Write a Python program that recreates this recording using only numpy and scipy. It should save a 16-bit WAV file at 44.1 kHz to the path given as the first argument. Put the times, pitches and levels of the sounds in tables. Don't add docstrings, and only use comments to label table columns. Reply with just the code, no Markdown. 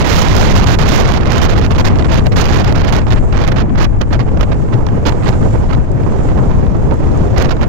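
import sys
import numpy as np
from scipy import signal
from scipy.fft import rfft, irfft
from scipy.io import wavfile

SR = 44100
rng = np.random.default_rng(int(sys.argv[2]) if len(sys.argv) > 2 else 0)


def to_wav(s):
    ch = np.atleast_2d(s).T
    pcm = np.round(np.clip(ch, -1, 1) * 32767)
    wavfile.write(sys.argv[1], SR, pcm.astype(np.int16))


N = 338688
STEP = 20
STEP_S = np.arange(N // STEP + 2) * STEP / SR
BIN_HZ = np.maximum(np.fft.rfftfreq(N, 1 / SR), 1)

# start_s, length_s, level_db
BLASTS = [(0, 0.027, -20), (0.042, 0.6, -20), (0.092, 0.13, -16), (0.38, 0.061, -17.5),
          (0.553, 0.029, -15.5), (0.663, 0.084, -17.5), (0.789, 0.049, -20.5), (0.847, 0.33, -23),
          (0.878, 0.13, -18), (1.202, 0.037, -29.5), (1.252, 0.17, -27), (1.3, 0.093, -22),
          (1.415, 0.047, -16.5), (1.485, 0.057, -22), (1.556, 0.032, -23.5), (1.609, 0.051, -25),
          (1.707, 0.018, -25.5), (1.751, 0.011, -20.5), (1.781, 0.027, -19), (1.846, 0.036, -19.5),
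          (1.888, 0.048, -30), (1.951, 0.019, -32.5), (1.986, 0.023, -25), (2.044, 0.013, -26.5),
          (2.087, 0.11, -24.5), (2.12, 0.018, -20.5), (2.256, 0.0086, -24.5), (2.319, 0.014, -26),
          (2.362, 0.061, -17.5), (2.415, 0.063, -25.5), (2.491, 0.13, -21), (2.639, 0.073, -24),
          (2.747, 0.075, -24.5), (2.833, 0.044, -26), (2.878, 0.027, -23), (2.924, 0.067, -22),
          (3.001, 0.034, -41), (3.079, 0.0066, -24), (3.107, 0.025, -21.5), (3.163, 0.016, -29.5),
          (3.325, 0.058, -30), (3.388, 0.064, -26.5), (3.468, 0.02, -32), (3.478, 0.0092, -21.5),
          (3.515, 0.0088, -22.5), (3.56, 0.057, -24), (3.694, 0.0084, -38), (3.753, 0.008, -29),
          (3.775, 0.023, -23), (3.806, 0.044, -20), (4.01, 0.0067, -20.5), (4.108, 0.045, -33),
          (4.128, 0.018, -20.5), (4.194, 0.019, -24), (4.279, 0.011, -39), (4.394, 0.045, -35),
          (4.404, 0.013, -20.5), (4.514, 0.022, -36), (4.726, 0.011, -26), (5.057, 0.038, -19.5),
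          (5.224, 0.024, -33.5), (5.258, 0.014, -24), (5.277, 0.016, -21), (5.319, 0.014, -31.5),
          (5.694, 0.017, -33), (5.727, 0.01, -25), (7.362, 0.096, -25), (7.396, 0.022, -22),
          (7.49, 0.035, -23.5), (7.61, 0.031, -25.5)]
FULL_BLAST_DB = -20
# start_s, level_db
EDDY_SNAPS = [(0.7878, -16), (0.8666, -22), (2.024, -22), (2.267, -15.5), (2.3586, -24), (2.411, -12),
              (2.7244, -15.5), (2.7591, -22), (3.017, -26), (3.068, -21), (3.1046, -24), (3.486, -21.5),
              (3.543, -36), (4.373, -23.5), (4.866, -18.5), (4.887, -28), (5.122, -20.5), (5.428, -31),
              (5.732, -24.5), (6.035, -29), (6.666, -26.5), (6.911, -25), (7.567, -26)]
# frequency_hz, relative_db
BLAST_TONE = [(22, 21.5), (100, 16.5), (300, 10), (1000, 5), (3000, -4.5), (6800, -12.5), (8500, -16.5),
              (15000, -26)]
# frequency_hz, db_per_blast_db
BLAST_GROWTH = [(80, 0.18), (300, 0.45), (1500, 0.56), (5000, 1.2), (12000, 2.5)]
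# frequency_hz, density_db
WINDWARD_TONE = [(22, -34.5), (60, -37), (110, -37), (200, -44.5), (450, -48), (900, -57), (2000, -73.5),
                 (4000, -88), (6500, -86.5), (15000, -102)]
# time_s, hiss_db
WINDWARD_SWELLS = [(1.7, 1.5), (3.0, -6), (3.25, -1), (3.9, -8.5), (4.5, 0), (4.9, 0.5), (5.3, 2.5),
                   (5.6, 5), (5.9, -4), (6.05, 3), (6.5, 4.5), (6.8, -0.5), (7.3, 6), (7.68, 0.5)]
# frequency_hz, density_db
LEE_TONE = [(22, -29), (60, -30.5), (110, -31.5), (200, -40.5), (400, -53), (900, -65.5), (2000, -75.5),
            (4500, -92), (7000, -94), (15000, -108)]
# time_s, rush_db, hiss_db
LEE_SWELLS = [(0.0, -2.5, -1), (0.68, 2, 2), (0.88, -4, -2), (1.07, 0.5, 0), (1.5, 0.5, -5), (1.9, 7, 0.5),
              (2.35, 2, -1.5), (2.6, 8.5, -1), (2.85, -3, -7), (3.15, 2.5, 3.5), (3.4, -2, -3),
              (3.6, 6, -6), (4.0, -1.5, -5.5), (4.9, -2.5, -4.5), (5.3, -1, 2.5), (5.8, 0.5, -6),
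              (6.2, 1.5, 0.5), (6.65, 3.5, -5), (6.9, -0.5, -2), (7.15, 4.5, 1), (7.68, -1.5, -4.5)]
# rumble_hz, rush_hz, hiss_hz
REGISTERS_HZ = [90, 700, 5000]
# start_s, relative_db
SNOW_HITS = [(0.166, -34), (0.904, -47.5), (1.079, -13), (1.189, -31), (1.825, -31.5), (2.965, -31.9),
             (4.187, -38.4), (5.917, -19), (6.661, -30), (6.941, -25), (7.175, -27)]
CAPSULE_TRAVEL = [
    [.88],
    [.82],
]
CAPSULE_KNEE = [
    [5],
    [2.7],
]
# frequency_hz, gain_db
WINDWARD_TREBLE = [(6800, -1.5), (8300, -15.5), (10000, -11), (13000, -6.5), (16000, -6)]


def gusts(wind_db):
    force, snaps = np.zeros((2, len(STEP_S)))
    for start_s, length_s, level_db in BLASTS:
        blowing = (STEP_S >= start_s) & (STEP_S < start_s + length_s)
        force = np.maximum(force, blowing * from_db(level_db - FULL_BLAST_DB))
    rise_s, fall_s, snap_s = 0.013, 0.0061, 0.0028
    for start_s, level_db in EDDY_SNAPS:
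        snaps[round(start_s * SR / STEP)] = from_db(level_db - FULL_BLAST_DB) * snap_s * SR / STEP
    edge = np.hanning(round(rise_s * SR / STEP))
    force = np.convolve(force + puffs(wind_db), edge / edge.sum(), "same")
    force = np.maximum(force, fading(force, fall_s))
    force = force * tearing(force) + fading(snaps, snap_s)
    return by_octaves(BLAST_TONE, lambda hz: from_db(-49) * force ** at_hz(BLAST_GROWTH, hz))


def tearing(force):
    eddies = drift(200)
    depth_db = 3.5 / (1 + 1.18 * force ** 2)
    spikes = 0.2 * (eddies ** 2 - 1)
    return from_db(depth_db * (0.64 * drift(62) + eddies + spikes))


def puffs(wind_db, per_s=8, spread_db=3.5, decay_s=0.0077):
    born = rng.random(len(STEP_S)) < per_s * STEP / SR
    level_db = -42.5 - FULL_BLAST_DB + wind_db + spread_db * rng.standard_normal(len(STEP_S))
    return fading(born * from_db(level_db), decay_s) * decay_s * SR / STEP


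def windward_rush(wind_db):
    air = turbulence(WINDWARD_TONE, swell_db=[0.15 * wind_db, 0.7 * wind_db, wind_db],
                     lump_db=[0.8, 3.0, 1.2], lump_hz=29, flicker_db=1.05, wander_db=0.37)
    return air + air * np.abs(air)


def lee_rumble():
    rush_db, hiss_db = in_time(LEE_SWELLS)
    return turbulence(LEE_TONE, swell_db=[0.1 * rush_db, rush_db, hiss_db],
                      lump_db=[1.5, 3.5, 1.5], lump_hz=43, flicker_db=1.5, wander_db=1.27)


def turbulence(tone, swell_db, lump_db, lump_hz, flicker_db, wander_db):
    eddies = drift(lump_hz)

    def gain_at(hz):
        register_shares = [at_hz(np.c_[REGISTERS_HZ, one], hz) for one in np.eye(3)]
        eddy_db = at_hz(np.c_[REGISTERS_HZ, lump_db], hz) * eddies
        own_db = wander_db * drift(1.54) + flicker_db * drift(13.5)
        return from_db(np.dot(register_shares, swell_db) + eddy_db + own_db)
    return by_octaves(tone, gain_at)


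def cavity(sound, centre_hz=7200, width_hz=1400):
    radius, angle = np.exp(-np.pi * width_hz / SR), 2 * np.pi * centre_hz / SR
    feedforward = np.array([1, 0, -1]) * (1 - radius ** 2) / 2
    ringing = signal.lfilter(feedforward, [1, -2 * radius * np.cos(angle), radius ** 2], sound)
    return sound + from_db(13) * ringing


def snow_grains(faint_per_s=8, decay_s=0.0007, lowpass_hz=7500):
    hits = (rng.random(N) < faint_per_s / SR) * from_db(-54 + 3.7 * rng.exponential(1, N))
    for start_s, relative_db in SNOW_HITS:
        hits[round(start_s * SR)] = from_db(relative_db)
    envelope = signal.lfilter([1], [1, -np.exp(-1 / (decay_s * SR))], hits + 1e-18)
    bursts = envelope * rng.standard_normal(N)
    return from_db(-5.5) * signal.lfilter(*signal.butter(2, lowpass_hz, fs=SR), bursts)


def by_octaves(tone, gain_at):
    spectrum = rfft(rng.standard_normal(N)) * from_db(at_hz(tone, BIN_HZ)) * np.sqrt(SR / 2)
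    mix = np.zeros(N)
    for hz in 32 * 2 ** np.arange(10):
        octaves_away = np.clip(np.log2(np.maximum(BIN_HZ, 32) / hz), -1, 1)
        band = irfft(spectrum * np.cos(np.pi / 2 * octaves_away) ** 2, N)
        mix += band * np.interp(np.arange(N) / STEP, np.arange(len(STEP_S)), gain_at(hz))
    return mix


def drift(rate_hz):
    pole = np.exp(-2 * np.pi * STEP * rate_hz / SR)
    noise = rng.standard_normal(len(STEP_S) + 2000)
    slow = signal.lfilter([1], [1, -2 * pole, pole * pole], noise)[2000:]
    return slow / np.std(slow)


def fading(control, decay_s):
    pole = np.exp(-STEP / (decay_s * SR))
    return signal.lfilter([1 - pole], [1, -pole], control)


def in_time(rows):
    time_s, *columns = np.transpose(rows)
    return [np.interp(STEP_S, time_s, column) for column in columns]


def at_hz(points, hz):
    frequency_hz, values = np.transpose(points)
    return np.interp(np.log(hz), np.log(frequency_hz), values)


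def from_db(db):
    return 10 ** (np.asarray(db) / 20)


def scene():
    wind_db, = in_time(WINDWARD_SWELLS)
    lee, windward = lee_rumble(), windward_rush(wind_db)
    return np.array([cavity(lee + snow_grains()), windward + gusts(wind_db)])


def record(dry):
    vent_hz, top_cut_hz = 8, 16150
    knee = np.array(CAPSULE_KNEE)
    held = dry / (1 + np.abs(dry / CAPSULE_TRAVEL) ** knee) ** (1 / knee)
    vented = signal.lfilter(*signal.butter(1, vent_hz, "high", fs=SR), held)
    treble_db = at_hz([(5000, 0)] + WINDWARD_TREBLE, BIN_HZ)
    vented[1] = irfft(rfft(vented[1]) * from_db(treble_db), N)
    clipped = np.clip(vented, -0.97, 0.97)
    return signal.sosfilt(signal.cheby2(18, 60, top_cut_hz, fs=SR, output="sos"), clipped)


dry = scene()
out = record(dry)
to_wav(out)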